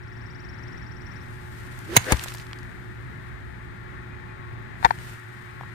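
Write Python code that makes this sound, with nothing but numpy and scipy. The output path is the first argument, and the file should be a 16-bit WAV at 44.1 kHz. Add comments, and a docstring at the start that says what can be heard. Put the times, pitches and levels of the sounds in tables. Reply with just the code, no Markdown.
"""An iron strikes a ball off pine straw, close to a stereo microphone: noise bursts ring modes of the club,
gliding sines make the thuds. The swish is a shedding tone plus hiss; swish and blow are heard again 0.16 s
later, from a second microphone laid over the first. Straw patters down as tiny filtered cracks, cloth and
straw rustle, a hand knocks the camera mount. A bird trills among trunks at the start, two whistles come from
far off, a cooling unit (fan noise, hum) stands to the left, wind rumbles on the ports. The loudest peaks clip."""
import sys
import numpy as np
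from scipy import signal
from scipy.fft import rfft, irfft
from scipy.io import wavfile
from scipy.ndimage import uniform_filter1d

SR = 44100
rng = np.random.default_rng(int(sys.argv[2]) if len(sys.argv) > 2 else 0)


def output_pcm(signal):
    """Save a mono or channel-first signal as 16-bit PCM at the path in sys.argv[1].

    Samples are clipped to [-1, 1] before scaling.
    """
    pcm = np.clip(np.atleast_2d(signal).T, -1, 1) * 32767
    wavfile.write(sys.argv[1], SR, np.round(pcm).astype(np.int16))


def elevation(decibels):
    """Turn decibel levels (scalar or array-like) into linear amplitude ratios."""
    levels = np.asarray(decibels, float)
    return 10 ** (levels / 20)


N = 253131  # samples
T = np.arange(N) / SR  # s

# "balance" is left minus right throughout
# contacts of club, ball and ground, heard near and then from the second microphone:
# (time [s], level [dB], length [ms], tilt [dB per octave], balance [dB])
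CONTACTS = [(1.957, -23.5, 5.0, 6, -15), (1.9632, -8, 2.3, 0, -3.0), (1.9658, 9, 1.7, 5.5, -6),
            (1.9668, 4.5, 4.4, 1, -12), (1.9724, -1, 4, 3.0, 3.5), (2.1211, -1, 0.28, 1.5, 1.5),
            (2.1211, 1, .7, -1.5, 1.5), (2.1223, -4.5, 5.6, -2.5, 6.5), (2.128, -16, 10, -10, 4)]
# resonances of club head and ball: (frequency [Hz], width [Hz], level [dB], balance [dB])
CLUB_MODES = [(400, 250, -7, 0), (860, 200, -9, -4), (1050, 300, 3, -1), (1650, 450, 0, 0),
              (2100, 450, 1.5, -4.5), (3600, 550, -8, 4.5), (6440, 350, -1.5, -1.5),
              (9160, 1100, -11.5, -5), (14600, 4000, -15.5, 2.5)]
# ball and club face ringing while pressed together:
# (time [s], level [dB], start pitch [Hz], end pitch [Hz], length [ms])
PRESSED = [(1.9645, -7, 930, 1120, 5.5), (1.9660, -7, 2350, 1850, 8), (1.9655, -11, 3650, 3480, 4),
           (1.9680, -14, 460, 340, 6), (2.1270, -20, 480, 380, 8)]
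# thuds after the blows and under the knock, then two damped taps near the end:
# (time [s], level [dB], start pitch [Hz], end pitch [Hz], fall of pitch [ms], balance [dB])
THUDS = [(1.971, -10.5, 252, 93.5, 4.5, -1), (2.1212, -12.5, 375, 55, 2.5, 11.5),
         (2.1432, -19, 130, 62, 4, 11), (4.847, -23, 300, 60, 3, 10), (5.6106, -23, 1100, 680, 1.5, 4),
         (5.6346, -27, 1400, 800, 1.2, 4)]
# shaft cutting the air, heard near and then from the second microphone:
# (end time [s], rise [ms], end pitch [Hz], tone level [dB], balance [dB])
SWISHES = [(1.964, 29, 439, -32, -4.5), (2.118, 20, 660, -28, 3.5)]
# straw and grit landing: (time [s], level [dB], centre [Hz])
LANDINGS = [(1.79, -31, 9000), (2.0434, -26.5, 2300), (2.1445, -21, 1100), (2.1698, -22, 4000),
            (2.1948, -19, 2400), (2.2115, -26, 1500), (2.238, -18, 9500), (2.2432, -23, 1700),
            (2.2436, -21, 9000), (2.2388, -25, 4800), (2.240, -27, 1200), (2.287, -28, 5000),
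            (2.348, -28, 900), (2.512, -30, 1200), (4.987, -39, 6500), (5.198, -41, 8000),
            (2.3047, -31, 5000), (2.3205, -27, 1300), (2.348, -29, 3000), (2.372, -33, 4200),
            (2.4212, -33, 2000), (2.4675, -36, 4000), (2.260, -24, 800), (2.2836, -21, 2400),
            (2.3398, -24, 9000), (2.352, -27.5, 11870), (2.383, -27, 2590), (2.3987, -26.5, 2500),
            (2.5315, -21, 2000), (2.5878, -35.5, 4500), (2.6309, -37, 3600)]
# knocks on the mount: (time [s], level [dB], tilt [dB per octave], click of the spot struck [Hz])
KNOCKS = [(4.8283, -22.5, 6, 3700), (4.835, -28, 0, 3600), (4.8378, -28, 0, 3600), (4.8403, -26, 3.5, 4200),
          (4.843, -27, 1, 3600), (4.8456, -16, 5, 4400), (4.8468, -11, 8, 4400), (4.8477, -7, 5, 3600),
          (4.8489, 2.5, 2.5, 3550), (4.8553, -2.5, 1.5, 3600), (4.861, -15, 5, 3800),
          (4.865, -16.5, -1, 3600), (4.889, -34, 12, 4300), (4.9058, -24, 2, 4250),
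          (4.9076, -10, 1.5, 4250), (4.9088, -12, -3, 4250), (4.987, -32, 12.5, 3100)]
# resonances of the hollow mount, before the common knock balance:
# (frequency [Hz], width [Hz], level [dB], balance [dB])
MOUNT_MODES = [(310, 120, -6, -5), (485, 100, -8, -5), (750, 140, -5, -3), (880, 130, 1, 0),
               (1500, 300, -12, 6.5), (1780, 180, -7, 2), (2150, 300, -19, 5), (6400, 1500, -22, 0),
               (9500, 1500, -36, 0)]
# clothes and straw moving:
# (time of full level [s], level [dB], rise [s per 10 dB], hold [s], fall [s per 10 dB])
RUSTLES = [(1.327, -57, .08, .03, 0.5), (1.62, -51.5, 0.4, .3, 0.2), (2.044, -40, 0.13, .2, 0.15),
           (2.5, -59, .1, .1, 1.5), (4.84, -44, 0.03, .015, 0.1), (5.07, -46, 0.16, .05, 0.06),
           (5.15, -57, 0.24, .05, 1.5)]
# spectrum of the rustle: (frequency [Hz], relative level [dB])
RUSTLE_SPECTRUM = [(700, -11.5), (1500, 0), (3000, -8.5), (6500, -15.5), (9500, -12.5), (11000, -24.5),
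                   (13000, -13), (16000, -29)]
# faint whistles far off: (time [s], length [s], start pitch [Hz], end pitch [Hz], level [dB])
WHISTLES = [(4.1, .07, 2450, 2470, -55), (4.28, .055, 2490, 2400, -54)]
# spectrum of the fan noise: (frequency [Hz], relative level [dB])
FAN_SPECTRUM = [(59, -18), (100, -2.5), (307, -17), (364, -16), (500, -26), (732, -22.5), (1860, -12),
                (2900, -33.5), (3900, -34.5), (5360, -46), (9290, -47.5), (10800, -68), (12200, -60),
                (13600, -48), (15800, -82.5)]
# balance of the fan noise over frequency: (frequency [Hz], balance [dB])
FAN_BALANCE = [(60, -4), (110, -0.5), (200, -1), (380, -4.5), (700, 2), (1290, 3.5), (2380, 12), (4400, 10),
               (8120, 3.5), (15000, -3.5)]
# hum tones of the cooling unit:
# (frequency [Hz], rms level [dB], wavering [dB], wavers [per s], balance [dB])
HUM = [(117.5, -45.5, 1.5, 16, -2), (361.2, -53.5, 1.5, 7.3, -1.5), (856, -62, 2.5, 8, 12.5),
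       (1100, -62.5, -6, 6, 7.5), (1399, -62.5, 2.5, 6.6, 6.5)]

CRACK_MS = .8  # a contact this short is half bare crack, half ring
PRESSED_BALANCE_DB = -3
THUD_CYCLES = .93  # decay in cycles of the end pitch
# one value per swish: noise share of the tone; straw whistle relative to the tone
SWISH_ROUGHNESS, STRAW_DB = (.35, .6), (-14, -6)
STRAW_HZ, SHAFT_HISS_DB = 1680, 2.5  # hiss relative to the tone
SHAFT_SLOW, SHEDDING_MS = .72, 2.2  # early pitch over end pitch; smoothing of the shedding noise
LANDING_SPREAD_DB = 3.5  # greatest chance balance, either way
SHOWER_START_S, SHOWER_LENGTH_S, SHOWER_DB = 2.0, .43, -45  # level of the softest bits
KNOCK_MS, KNOCK_BALANCE_DB = .11, 12.5
# click: level relative to the knock before its tilt is added, balance before the knock balance
CLICK_WIDTH_HZ, CLICK_DB, CLICK_BALANCE_DB = 800, -23, 3.5
DEAD_HZ, DEAD_WIDTH_HZ = 2850, 900  # the mount does not speak here
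RUSTLE_REST_DB = -67.5
TRILL_NOTES, TRILL_START_S, TRILL_GAP_S = 27, .0245, .04578
TRILL_DRAG_S = .0399  # extra delay of the last note
TRILL_DB, TRILL_SCATTER_DB, TRILL_EDGE_DB = -52, .8, -8
TRILL_IN_NOTES, TRILL_OUT_NOTES = 1.8, 1.1
TRILL_BALANCE_DB = 7.5, 16  # first and last note
TRUNK_ECHO_MS, TRUNK_ECHO_GAIN = 8, .5
WHISTLE_BALANCE_DB = 6
FAN_DB, FAN_LOW_DB = -41, 4.5  # level; boost of its low end
PORT_LAG = 26  # samples, sound from the left reaching the right port
WIND_DB, GUST_DB, GUSTS_PER_S = -45, 0.5, 2.5
# the low end dips near the close and creeps back
LULL_S, LULL_FALL_S, LULL_BACK_S, LULL_WIND_DB, LULL_FAN_DB = 5.1, 0.092, 0.47, -16, -6


def sides(balance_db):
    """Left and right gains."""
    return elevation(np.array([balance_db, -balance_db]) / 2)


def unit(x):
    """Scaled to rms 1."""
    return x / np.sqrt(np.mean(x ** 2))


def smooth_twice(x, k):
    """Two running means of k samples."""
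    return uniform_filter1d(uniform_filter1d(x, k), k)


def band(x, hz, width):
    """One resonance, gain 1 at its centre."""
    return signal.lfilter(*signal.iirpeak(min(hz, .45 * SR), hz / width, SR), x)


def band_twice(x, hz, width):
    """The same resonance twice over, for steeper skirts."""
    return band(band(x, hz, width), hz, width)


def over_log_hz(points):
    """(frequency [Hz], value) points spread over the bins of a whole-length spectrum."""
    hz, value = np.transpose(points)
    log_hz = np.log(np.arange(N // 2 + 1) * SR / N + 1)
    return np.interp(log_hz, np.log(hz), value)


def coloured(points, channels):
    """Independent noises with a spectrum of (frequency [Hz], level [dB]) points."""
    white = rng.standard_normal((channels, N))
    return irfft(rfft(white) * elevation(over_log_hz(points)), N)


def walk(rate):
    """Random levels held 1 / rate s and slewed twice."""
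    k = int(SR / rate)
    held = np.repeat(rng.standard_normal(N // k + 1), k)
    return 1.3 * smooth_twice(held, k)[:N]


def glide(hz):
    """A sine that follows a pitch track."""
    return np.sin(2 * np.pi * np.cumsum(hz) / SR)


def add(out, s, sound):
    """Mixes a short stereo sound in at time s."""
    i = int(s * SR)
    out[:, i:i + sound.shape[1]] += sound[:, :N - i]


def alike(share, size):
    """Two noises that share part of their chance."""
    a, b = rng.standard_normal((2, size))
    return np.array([a, share * a + np.sqrt(1 - min(share, 1) ** 2) * b])


def ring(push, modes, tilt_db):
    """A push rings the modes; a higher tilt favours the high ones. The channel peaks average 1."""
    y = 0
    for hz, width, db, balance in modes:
        gain = elevation(db + tilt_db * np.log2(hz / 2000)) / np.sqrt(width)
        y = y + band(push, hz, width) * (gain * sides(balance))[:, None]
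    return y / np.abs(y).max(axis=1).mean()


def strike():
    """Rough contacts ring the club; the shorter the contact, the more bare crack is in it."""
    out, t = np.zeros((2, N)), T[:4096]
    for s, db, ms, tilt, balance in CONTACTS:
        crack = CRACK_MS / (CRACK_MS + ms)
        push = alike(0.48, 4096) * np.exp(-(t * 1000 / ms) ** 2) * np.minimum(t * 4000 / ms, 1)
        blow = (1 - crack) * ring(push, CLUB_MODES, tilt) + crack * push / np.abs(push).max()
        blow[1] = np.roll(blow[1], 9)  # the right port hears it a little late
        add(out, s, blow * elevation(db) * sides(balance)[:, None])
    return out


def pressed_ring():
    """Ball and face ring together while pressed: brief tones that glide under a rounded swell."""
    out, t = np.zeros((2, N)), T[:4096]
    for s, db, hz0, hz1, ms in PRESSED:
        share = np.clip(t * 1000 / ms, 0, 1)
        tone = glide(hz0 + (hz1 - hz0) * share) * np.sin(np.pi * share) ** 2
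        pair = np.array([tone, np.roll(tone, 5)])  # right slightly late
        add(out, s, elevation(db) * sides(PRESSED_BALANCE_DB)[:, None] * pair)
    return out


def thuds():
    """Thuds and, near the end, two damped taps: dying tones that fall in pitch."""
    out, t = np.zeros((2, N)), T[:4096]
    for s, db, hz0, hz1, fall_ms, balance in THUDS:
        hz = hz1 + (hz0 - hz1) * np.exp(-t * 1000 / fall_ms)
        thud = glide(hz) * np.exp(-t * hz1 / THUD_CYCLES)
        add(out, s, np.outer(sides(balance), elevation(db) * thud))
    return out


def swish():
    """Vortices leave the shaft at a rate that rises with its speed; a hiss grows steeply on top."""
    out, k = np.zeros((2, N)), int(SHEDDING_MS * SR / 1000)
    t = T[:8192] - T[8192]  # time up to the end of the swish
    for (s, ms, hz, db, balance), rough, straw_db in zip(SWISHES, SWISH_ROUGHNESS, STRAW_DB):
        speed = np.exp(t * 1000 / ms)
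        gate = 1 / (1 + (t * 1000 / (2.595 * ms)) ** 8)
        # each channel wavers on its own, partly shared, track
        in_phase, quadrature = [unit(smooth_twice(alike(.7, 8192), k)) * rough for _ in range(2)]
        turn = 2 * np.pi * np.cumsum(hz * (SHAFT_SLOW + (1 - SHAFT_SLOW) * speed)) / SR
        tone = unit((1 - rough + in_phase) * np.sin(turn) + quadrature * np.cos(turn))
        tone = tone * gate * (.5 + .6 * speed)
        straw = elevation(straw_db) * unit(band_twice(alike(.5, 8192), STRAW_HZ, 600)) * gate
        noise = alike(0.13, 8192)
        hiss = unit(band(noise, 1300, 1600) + 0.057 * band(noise, 9600, 2500)) * speed
        mix = tone + straw + elevation(SHAFT_HISS_DB) * hiss
        add(out, s + t[0], elevation(db) * mix * sides(balance)[:, None])
    return out


def patter():
    """Straw lands as tiny broad cracks; 220 softer ones shower down after the first blow, around the second."""
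    out, t = np.zeros((2, N)), T[:512]
    chance = rng.random((220, 3))
    times = SHOWER_START_S + SHOWER_LENGTH_S * chance[:, 0]
    levels = SHOWER_DB + 9 * chance[:, 1] ** 2
    centres = 1500 * 6 ** chance[:, 2]
    for s, db, hz in np.r_[np.array(LANDINGS), np.c_[times, levels, centres]]:
        crack = band_twice(alike(.4, 512) * np.exp(-t / .0011), hz, 1.4 * hz)
        gains = elevation(db) * sides(LANDING_SPREAD_DB * rng.uniform(-1, 1))
        add(out, s, crack / np.abs(crack).max() * gains[:, None])
    return out


def knocks():
    """Short pushes into the hollow mount with a little rattle; the far port hears them late."""
    out, t = np.zeros((2, N)), T[:2048] * 1000 / KNOCK_MS
    for s, db, tilt, click_hz in KNOCKS:
        rattle = .12 * alike(.8, 2048) * t * np.exp(-t / 5.0) / 5.0
        push = t ** 2 * np.exp(-t) * (1 - t / 3) + rattle
        body = ring(band(push, 1500, 2400), MOUNT_MODES, tilt)
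        body = body - band(body, DEAD_HZ, DEAD_WIDTH_HZ)
        click = band_twice(push, click_hz, CLICK_WIDTH_HZ)
        click = click / np.abs(click).max() * elevation(CLICK_DB + tilt) * sides(CLICK_BALANCE_DB)[:, None]
        y = (body + click) * elevation(db) * sides(KNOCK_BALANCE_DB)[:, None]
        add(out, s, np.array([y[0], np.roll(y[1], 18)]))
    return out


def rustle():
    """A fine-grained hiss while the body turns and straw slides; each movement rises, holds and fades."""
    grain = elevation(1.5 * walk(150))
    power = elevation(RUSTLE_REST_DB) ** 2
    for s, db, rise, hold, fall in RUSTLES:
        before, after = np.maximum(s - T, 0), np.maximum(T - s - hold, 0)
        power = power + elevation(db - 10 * before / rise - 10 * after / fall) ** 2
    return unit(coloured(RUSTLE_SPECTRUM, channels=2)) * grain * np.sqrt(power)


def bird():
    """Notes sweep up and hook over, slowing and drifting left; a near trunk echoes, far trunks smear."""
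    out, t = np.zeros((2, N)), T[:820]
    hz = 4400 + 1220 * np.sin(np.pi / 2 * t / .0135)
    onset = .45 * np.exp(-((t - .0022) / .0018) ** 2)
    top = .45 * np.exp(-((t - .0125) / .0038) ** 2)
    shape = (onset + .28 + top) * np.sin(np.pi * t / t[-1]) ** .5
    for n in range(TRILL_NOTES):
        share, left = n / (TRILL_NOTES - 1), TRILL_NOTES - 1 - n
        s = TRILL_START_S + TRILL_GAP_S * n + TRILL_DRAG_S * share ** 3
        # the trill swells in and dies away
        edge = np.exp(-n / TRILL_IN_NOTES) + np.exp(-left / TRILL_OUT_NOTES)
        db = TRILL_DB + TRILL_EDGE_DB * edge - 4 * (left == 0) + TRILL_SCATTER_DB * rng.standard_normal()
        balance = np.interp(share, [0, 1], TRILL_BALANCE_DB)
        note = glide(hz * (1 + 0.003 * rng.standard_normal()))
        add(out, s, np.outer(sides(balance), elevation(db) * note * shape))
    smear = alike(.2, 6000) * np.exp(-T[:6000] / .026)
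    flutter = elevation(2.5 * walk(300))
    echo = np.roll(band(out, 5600, 500), int(TRUNK_ECHO_MS * SR / 1000), axis=1)  # mostly the note tops
    out = out + TRUNK_ECHO_GAIN * echo
    return out * flutter + elevation(-29.5) * signal.fftconvolve(out, smear, axes=1)[:, :N]


def far_bird():
    """Faint, nearly level whistles far off: gliding sines under a rounded swell."""
    out = np.zeros((2, N))
    for s, length, hz0, hz1, db in WHISTLES:
        share = T[:int(length * SR)] / length
        note = glide(hz0 + (hz1 - hz0) * share) * np.sin(np.pi * share) ** .5
        add(out, s, np.outer(sides(WHISTLE_BALANCE_DB), elevation(db) * note))
    return out


def lull():
    """Depth 0-1 of the dip in the low end."""
    t = T - LULL_S
    return np.clip(t / LULL_FALL_S, 0, 1) * np.exp(-np.maximum(t - LULL_FALL_S, 0) / LULL_BACK_S)


def cooling_unit():
    """Fan noise and wavering hum from the left: the right port hears them late, the fan partly unrelated."""
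    common, own = unit(coloured(FAN_SPECTRUM, channels=2))
    fan = np.array([common, 0.33 * np.roll(common, PORT_LAG) + 0.74 * own])
    fan = irfft(rfft(fan) * sides(over_log_hz(FAN_BALANCE)), N)
    low = signal.sosfilt(signal.butter(2, 1000, fs=SR, output="sos"), fan)
    low_gain = elevation(FAN_LOW_DB + LULL_FAN_DB * lull())
    out = unit(fan + low * (low_gain - 1)) * elevation(FAN_DB + .8 * walk(6.71))
    for hz, db, waver_db, rate, balance in HUM:
        tone = unit(elevation(waver_db * walk(rate)) * np.sin(2 * np.pi * hz * T + 1.18 * walk(rate)))
        out = out + elevation(db) * sides(balance)[:, None] * np.array([tone, np.roll(tone, PORT_LAG)])
    return out


def wind():
    """Gusts rumble on each port alone: low noise, unrelated left and right, with a wandering level."""
    spectrum = [(15, -23), (28, -8), (50, 9.0), (80, 10.5), (130, -18.5), (250, -12), (500, -52.5)]  # Hz, dB
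    gust_db = WIND_DB + GUST_DB * walk(GUSTS_PER_S) + LULL_WIND_DB * lull()
    port_db = 1.5 * np.array([walk(6), walk(6)])
    return unit(coloured(spectrum, channels=2)) * elevation(gust_db + port_db)


def scene():
    """Hits with a brief scatter from trunks and ground, over the other sounds of the place."""
    hits = strike() + pressed_ring() + thuds() + patter()
    t = T[:9000]
    scatter = alike(.2, 9000) * np.exp(-t / 0.035) * (t > .006)
    wet = signal.fftconvolve(hits, band(scatter, 1500, 4000), axes=1)[:, :N]
    near = hits + elevation(-46.5) * wet + swish() + knocks() + rustle()
    return near + bird() + far_bird() + cooling_unit() + wind()


def low_pass(x):
    """Removes everything above the highest recorded frequency."""
    return signal.sosfilt(signal.butter(12, 15930, fs=SR, output="sos"), x)


def record(dry):
    """The microphone dulls the very top and the loudest peaks clip flat."""
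    mic = signal.sosfilt(signal.butter(4, 14500, fs=SR, output="sos"), dry)
    return low_pass(np.clip(mic, -.98, .98))


dry = scene()
out = record(dry)
output_pcm(out)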